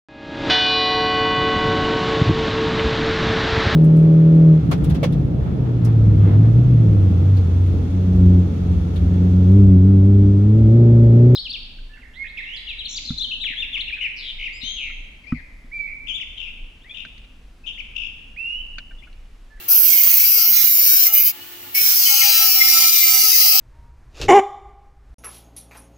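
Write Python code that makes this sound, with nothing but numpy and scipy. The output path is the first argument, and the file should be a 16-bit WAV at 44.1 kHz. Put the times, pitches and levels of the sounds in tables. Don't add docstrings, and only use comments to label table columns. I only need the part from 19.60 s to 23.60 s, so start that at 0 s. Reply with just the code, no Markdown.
import sys
import numpy as np
from scipy.fft import rfft, irfft, next_fast_len
from scipy.io import wavfile
from scipy.ndimage import uniform_filter1d, map_coordinates

SR = 44100
rng = np.random.default_rng(int(sys.argv[2]) if len(sys.argv) > 2 else 0)


def generate_wav(signal):
    frames = np.transpose(np.atleast_2d(signal))
    scaled = np.clip(frames, -1, 1) * 32767
    pcm = np.round(scaled).astype(np.int16)
    wavfile.write(sys.argv[1], SR, pcm)


N = 176400
TIME = np.arange(N) / SR

# time_s, turns_per_s
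SHAFT_SPEED = [(0, 270), (0.11, 284.5), (0.25, 285), (0.41, 271), (0.57, 280), (0.69, 290), (0.8, 271),
               (0.95, 269), (1.08, 262), (1.4, 255), (1.6, 269.6), (1.71, 280), (1.86, 298), (2.15, 280),
               (2.33, 280), (2.51, 274), (2.68, 268), (2.93, 260), (3.1, 264.5), (3.25, 264.5), (3.37, 262),
               (3.55, 259.5), (3.8, 255), (4, 256)]
# start_s, end_s
PASS_TIMES = [(0.08, 1.712), (2.143, 4.1)]
# time_s, ring_gain_db, rasp_gain_db
CUT_FORCE = [
    [(0.095, -13.5, -35.5), (0.117, -9.5, -29.5), (0.219, -11.5, -33.5), (0.309, -12, -27),
     (0.367, -12, -30), (0.769, -12, -28.5), (0.787, -13.5, -24.5), (0.921, -12.5, -32.5),
     (0.965, -13, -25.5), (1.117, -12.5, -31), (1.279, -11.5, -26), (1.471, -12, -27), (1.519, -25, -39.5),
     (1.537, -10, -32), (1.599, -11.5, -31.5), (1.645, -13.5, -36.5), (1.675, -11, -31), (1.7, -19, -33.5)],
    [(2.16, -16.5, -28), (2.276, -14, -24), (2.338, -13.5, -25.5), (2.682, -15, -20.5), (2.718, -15, -21.5),
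     (2.994, -14, -23.5), (3.014, -15.5, -22), (3.066, -14, -21.5), (3.2, -14, -20), (3.272, -13, -22),
     (3.296, -13, -20), (3.312, -15.5, -27.5), (3.328, -13, -23), (3.424, -13, -23.5), (3.686, -13.5, -22),
     (3.81, -11.5, -21), (3.968, -13.5, -22.5), (4.0, -15, -21)],
]
# frequency_hz, gain_db
FRAME_COLOUR = [
    [(590, -46.5), (1000, -35.5), (1750, -31), (2150, -17.5), (2550, -22), (2950, -19.5), (3550, -24),
     (4300, -18), (5700, -12.5), (8100, -23), (11000, -21), (12350, -1), (13500, -12), (15200, 2),
     (15750, -6.5)],
    [(590, -42.5), (1050, -22.5), (1600, -26.5), (2150, -17), (2950, -13), (3500, -19), (4500, -10.5),
     (5450, -3.5), (7000, -14.5), (10000, -17.5), (12000, -10.5), (13900, -5.5), (15200, -0.5), (15750, -7)],
]
# frequency_hz, left_minus_right_db
FRAME_BALANCE = [
    [(1350, -12), (2950, 3.5), (5400, 4), (10000, -6), (13000, 1)],
    [(1350, -4), (2950, 8.5), (5450, 6), (10500, -4.5), (15200, 1)],
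]
# time_s, skid_db
BUR_SKID = [(0.2, -5.5), (0.3, 0), (0.76, -4), (0.84, -9), (1.33, -8), (1.41, -4), (2.2, -3.5), (2.29, 1.5),
            (2.58, -2), (2.88, -14.5), (3.01, -7), (3.1, -1.5), (3.45, -9.5), (3.56, -4)]
# time_s, pressure_0_to_1
BUR_PRESSURE = [(0.95, 0), (1.25, 0.86), (1.44, 0.8), (1.54, 0)]
# shaft_order, left_db, right_db
GRIP_TONES = [(9, -3.5, -10), (10, -3, -7.5), (11, 1.5, -5.5), (12, -8, -6), (13, -6.5, -12),
              (14, -6.5, -7.5), (15, -2, -2), (16, 6, -3.5), (17, 0.5, -6), (21, 3, -1.5), (23, -1, 0)]
# time_s, gain_db
CHATTER_GAIN = [(0.1, -37), (0.11, -44.5), (0.41, -34.5), (0.46, -65), (0.5, -33), (0.66, -39.5),
                (1.12, -34), (1.14, -47), (1.53, -37), (1.55, -32.5), (1.83, -48), (2.13, -51),
                (2.15, -29.5), (2.21, -27.5), (2.43, -58), (2.47, -28), (2.8, -32), (2.93, -43),
                (3.02, -24), (3.04, -31), (3.23, -30), (3.3, -36.5), (3.41, -33), (3.66, -40),
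                (3.78, -28.5), (4.0, -47)]
# shaft_order, left_db, right_db
CHATTER_TONES = [(7, -12.5, -14.5), (8, 2, -1), (9, -9, -12.5), (11, -3, -9)]
# time_s, gain_db
SHAKE_GAIN = [(0.1, -49), (0.13, -47.5), (0.76, -74), (0.79, -44.5), (1.35, -68.5), (1.54, -44.5),
              (1.74, -74), (2.46, -49), (2.54, -40), (2.78, -40.5), (2.83, -32), (2.93, -44.5), (3.21, -32),
              (3.36, -51), (3.62, -35), (3.75, -52), (3.97, -35.5), (4.0, -47)]
# shaft_order, left_db, right_db
SHAKE_TONES = [(1, -19.5, -31), (3, -9.5, -3.5), (5, -9, -1)]
# shaft_order, level_db
MOTOR_TONES = [(1, -64.5), (3, -63.5), (5, -64), (6, -62), (10, -53), (11, -64), (15, -60.5), (49, -55),
               (50, -47), (51, -57), (52, -51), (53, -56)]
# frequency_hz, gain_db
BEARING_COLOUR = [(290, -53), (500, -15.5), (877, -10.5), (985, -15), (1170, -9), (1540, -18), (1700, -9.5),
                  (2860, -6.5), (4950, -13), (8090, -16), (8570, -20.5), (15200, -7)]
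# frequency_hz, gain_db
ROOM_COLOUR = [(15, -38), (25, -6), (98, -0.5), (179, -6), (291, 0), (480, -5), (653, -22), (700, -10),
               (910, -24), (1540, -120)]
# pitch_hz, base_level_db
HUM_TONES = [(102, -72), (350, -67)]
# time_s, gain_db
HUM_GAIN = [(0.05, 9), (0.2, -2.5), (1.35, 1.5), (1.55, 5), (2.12, 12), (2.25, -0.5), (4, 5)]

FLUTE_COUNT, BITE_S, LIFT_S = 10, 0.0095, 0.023
UNEVEN_DB, WANDER_TURNS, WANDER_HZ = 4.5, 0.006, 9
SCATTER_DB, JITTER_S = 4.5, 2.4e-5
RASP_DB, RING_DB, GRIT_DB, GRIP_DB = 4.5, 3, 2.5, -11
GRIT_PULSE_DB, BEARING_PULSE_DB = 6, 2.5
FLUTTER_DB, FLUTTER_HZ = 0.5, 700
LOW_CUT_HZ, SPLIT_HZ, TOP_HZ = 700, 9060, 15780
PRESS_SAG = 0.011
ECHO_COUNT, ECHO_SPREAD_S, ECHO_DB, HAND_HZ = 12, 0.002, 5.5, 4.011
BEARING_DB, ROOM_DB = -37, -55.5


def grinding(turns):
    skid = amp(curves(BUR_SKID)[0])
    pressure = np.clip(curves(BUR_PRESSURE)[0], 0, 1)
    grit = unit(rng.standard_normal(N) * amp(GRIT_PULSE_DB * np.sin(2 * np.pi * turns)))
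    drive = bench_reflections(unit(flute_blows(turns, skid)) + amp(GRIT_DB) * skid * grit)
    out = np.zeros((2, N))
    for span, force, colour, balance in zip(PASS_TIMES, CUT_FORCE, FRAME_COLOUR, FRAME_BALANCE):
        relaxed = frame_resonance(drive, colour, balance, tuning=1)
        pressed = frame_resonance(drive, colour, balance, tuning=1 - PRESS_SAG)
        metal = (1 - pressure) * relaxed + pressure * pressed
        rasp = filtered(metal, lambda hz: 1 / (1 + (hz / SPLIT_HZ) ** 20))
        ring = (metal - rasp) * amp(FLUTTER_DB * wobble(FLUTTER_HZ))
        ring_db, rasp_db = curves(force)
        cut = amp(ring_db + RING_DB) * steady(ring) + amp(rasp_db + RASP_DB) * steady(rasp)
        out += contact(*span) * cut
    return out


def flute_blows(turns, skid):
    out, taps = np.zeros(N + 32), np.arange(-7, 9)
    turn = np.arange(int(turns[-1]))
    turn_s = np.interp(turn, turns, TIME)
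    loose = np.interp(turn_s, TIME, skid)
    for flute in range(FLUTE_COUNT):
        place = turn + (flute + rng.random()) / FLUTE_COUNT + WANDER_TURNS * wobble(WANDER_HZ, turn_s)
        late, hard = rng.standard_normal((2, 2048))[:, :len(turn)]
        strike_s = np.interp(place, turns, TIME) + JITTER_S * loose * late
        at = np.clip(strike_s, 0, TIME[-1])[:, None] * SR
        size = amp(UNEVEN_DB * wobble(WANDER_HZ, turn_s) + SCATTER_DB * loose * hard)
        index = at.astype(int) + taps
        offset = index - at
        click = np.sinc(offset) * np.cos(np.pi * offset / 16) ** 2
        out += np.bincount((index + 8).ravel(), (size[:, None] * click).ravel(), len(out))
    return out[:N]


def frame_resonance(drive, colour, balance, tuning):
    def response(hz):
        low_cut_db = 40 * np.log10(1 + (LOW_CUT_HZ / (hz + 50)) ** 2)
        sides = amp(along(balance, hz) * np.array([[.5], [-.5]]))
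        return causal(along(colour, hz / tuning) - low_cut_db) * sides
    return filtered(drive, response)


def bench_reflections(direct):
    delays_s = rng.uniform(0, ECHO_SPREAD_S, (2, ECHO_COUNT))
    echoes = [sum(np.roll(direct, int(s * SR)) * wobble(HAND_HZ) for s in side) for side in delays_s]
    return direct + amp(ECHO_DB) * np.array(echoes) / np.sqrt(ECHO_COUNT)


def contact(start_s, end_s):
    return np.clip((TIME - start_s) / BITE_S, 0, 1) * np.clip((end_s - TIME) / LIFT_S + .5, 0, 1)


def grip_buzz(turns):
    level = sum(contact(*span) * amp(curves(force)[1]) for span, force in zip(PASS_TIMES, CUT_FORCE))
    skid = amp(curves(BUR_SKID)[0])
    tones = shaft_tones(turns, GRIP_TONES, waver_db=4, waver_hz=30.03, slip_rad=0.52)
    return amp(GRIP_DB) * level / (1 + skid) * tones


def chatter_and_shake(turns):
    chatter = shaft_tones(turns, CHATTER_TONES, waver_db=6.0, waver_hz=59.6, slip_rad=0.66)
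    shake = shaft_tones(turns, SHAKE_TONES, waver_db=4.5, waver_hz=24.89, slip_rad=0.31)
    touching = sum(contact(*span) for span in PASS_TIMES)
    return touching * (amp(curves(CHATTER_GAIN)[0]) * chatter + amp(curves(SHAKE_GAIN)[0]) * shake)


def motor(turns):
    hiss = unit(noise(BEARING_COLOUR, width=0.99) * amp(BEARING_PULSE_DB * np.sin(2 * np.pi * turns)))
    whine = shaft_tones(turns, MOTOR_TONES, waver_db=5.5, waver_hz=40, slip_rad=0.95)
    return amp(BEARING_DB) * hiss + whine


def room_tone():
    hum = np.zeros(N)
    for hz, db in HUM_TONES:
        peak = np.sqrt(2) * amp(db + 1.4 * wobble(10))
        hum += peak * np.sin(2 * np.pi * hz * TIME + 0.38 * wobble(12))
    return amp(ROOM_DB) * noise(ROOM_COLOUR, width=0.67) + amp(curves(HUM_GAIN)[0]) * hum


def shaft_tones(turns, table, waver_db, waver_hz, slip_rad):
    out = np.zeros((2, N))
    for order, *db in table:
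        phase = 2 * np.pi * (order * turns + rng.random()) + slip_rad * wobble(waver_hz)
        side_phase = rng.uniform(-1.29, 1.0) * np.array([[1], [-1]])
        peak = np.sqrt(2) * amp(np.array(db)[:, None] + waver_db * wobble(waver_hz))
        out += peak * np.sin(phase + side_phase)
    return out


def noise(colour, width):
    mid, side = filtered(rng.standard_normal((2, N)), lambda hz: amp(along(colour, hz)))
    return unit(np.array([mid + width * side, mid - width * side]))


def amp(db):
    return 10 ** (np.asarray(db) / 20)


def unit(x):
    return x / np.sqrt(np.mean(x ** 2) + 1e-20)


def steady(x):
    power = uniform_filter1d(np.mean(x ** 2, axis=0), size=2200)
    return x / np.sqrt(np.abs(power) + 1e-12)


def along(points, hz):
    knots_hz, values = np.transpose(points)
    return np.interp(np.log(hz + 1), np.log(knots_hz + 1), values)


def curves(rows):
    time_s, *columns = np.transpose(rows)
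    return [np.interp(TIME, time_s, column) for column in columns]


def wobble(rate_hz, t=TIME):
    return map_coordinates(rng.standard_normal(8192), [t * rate_hz], mode="mirror")


def filtered(x, response):
    size = next_fast_len(N + 8192)
    return irfft(rfft(x, size) * response(np.fft.rfftfreq(size, 1 / SR)), size)[..., :N]


def causal(db):
    cepstrum = irfft(np.log(amp(db)))
    half = len(cepstrum) // 2
    cepstrum[1:half] *= 2
    cepstrum[half + 1:] = 0
    return np.exp(rfft(cepstrum))


def scene():
    turns = np.cumsum(curves(SHAFT_SPEED)[0]) / SR
    return grinding(turns) + grip_buzz(turns) + chatter_and_shake(turns) + motor(turns) + room_tone()


def record(dry):
    return filtered(dry, lambda hz: hz < TOP_HZ)


dry = scene()
out = record(dry)
generate_wav(out)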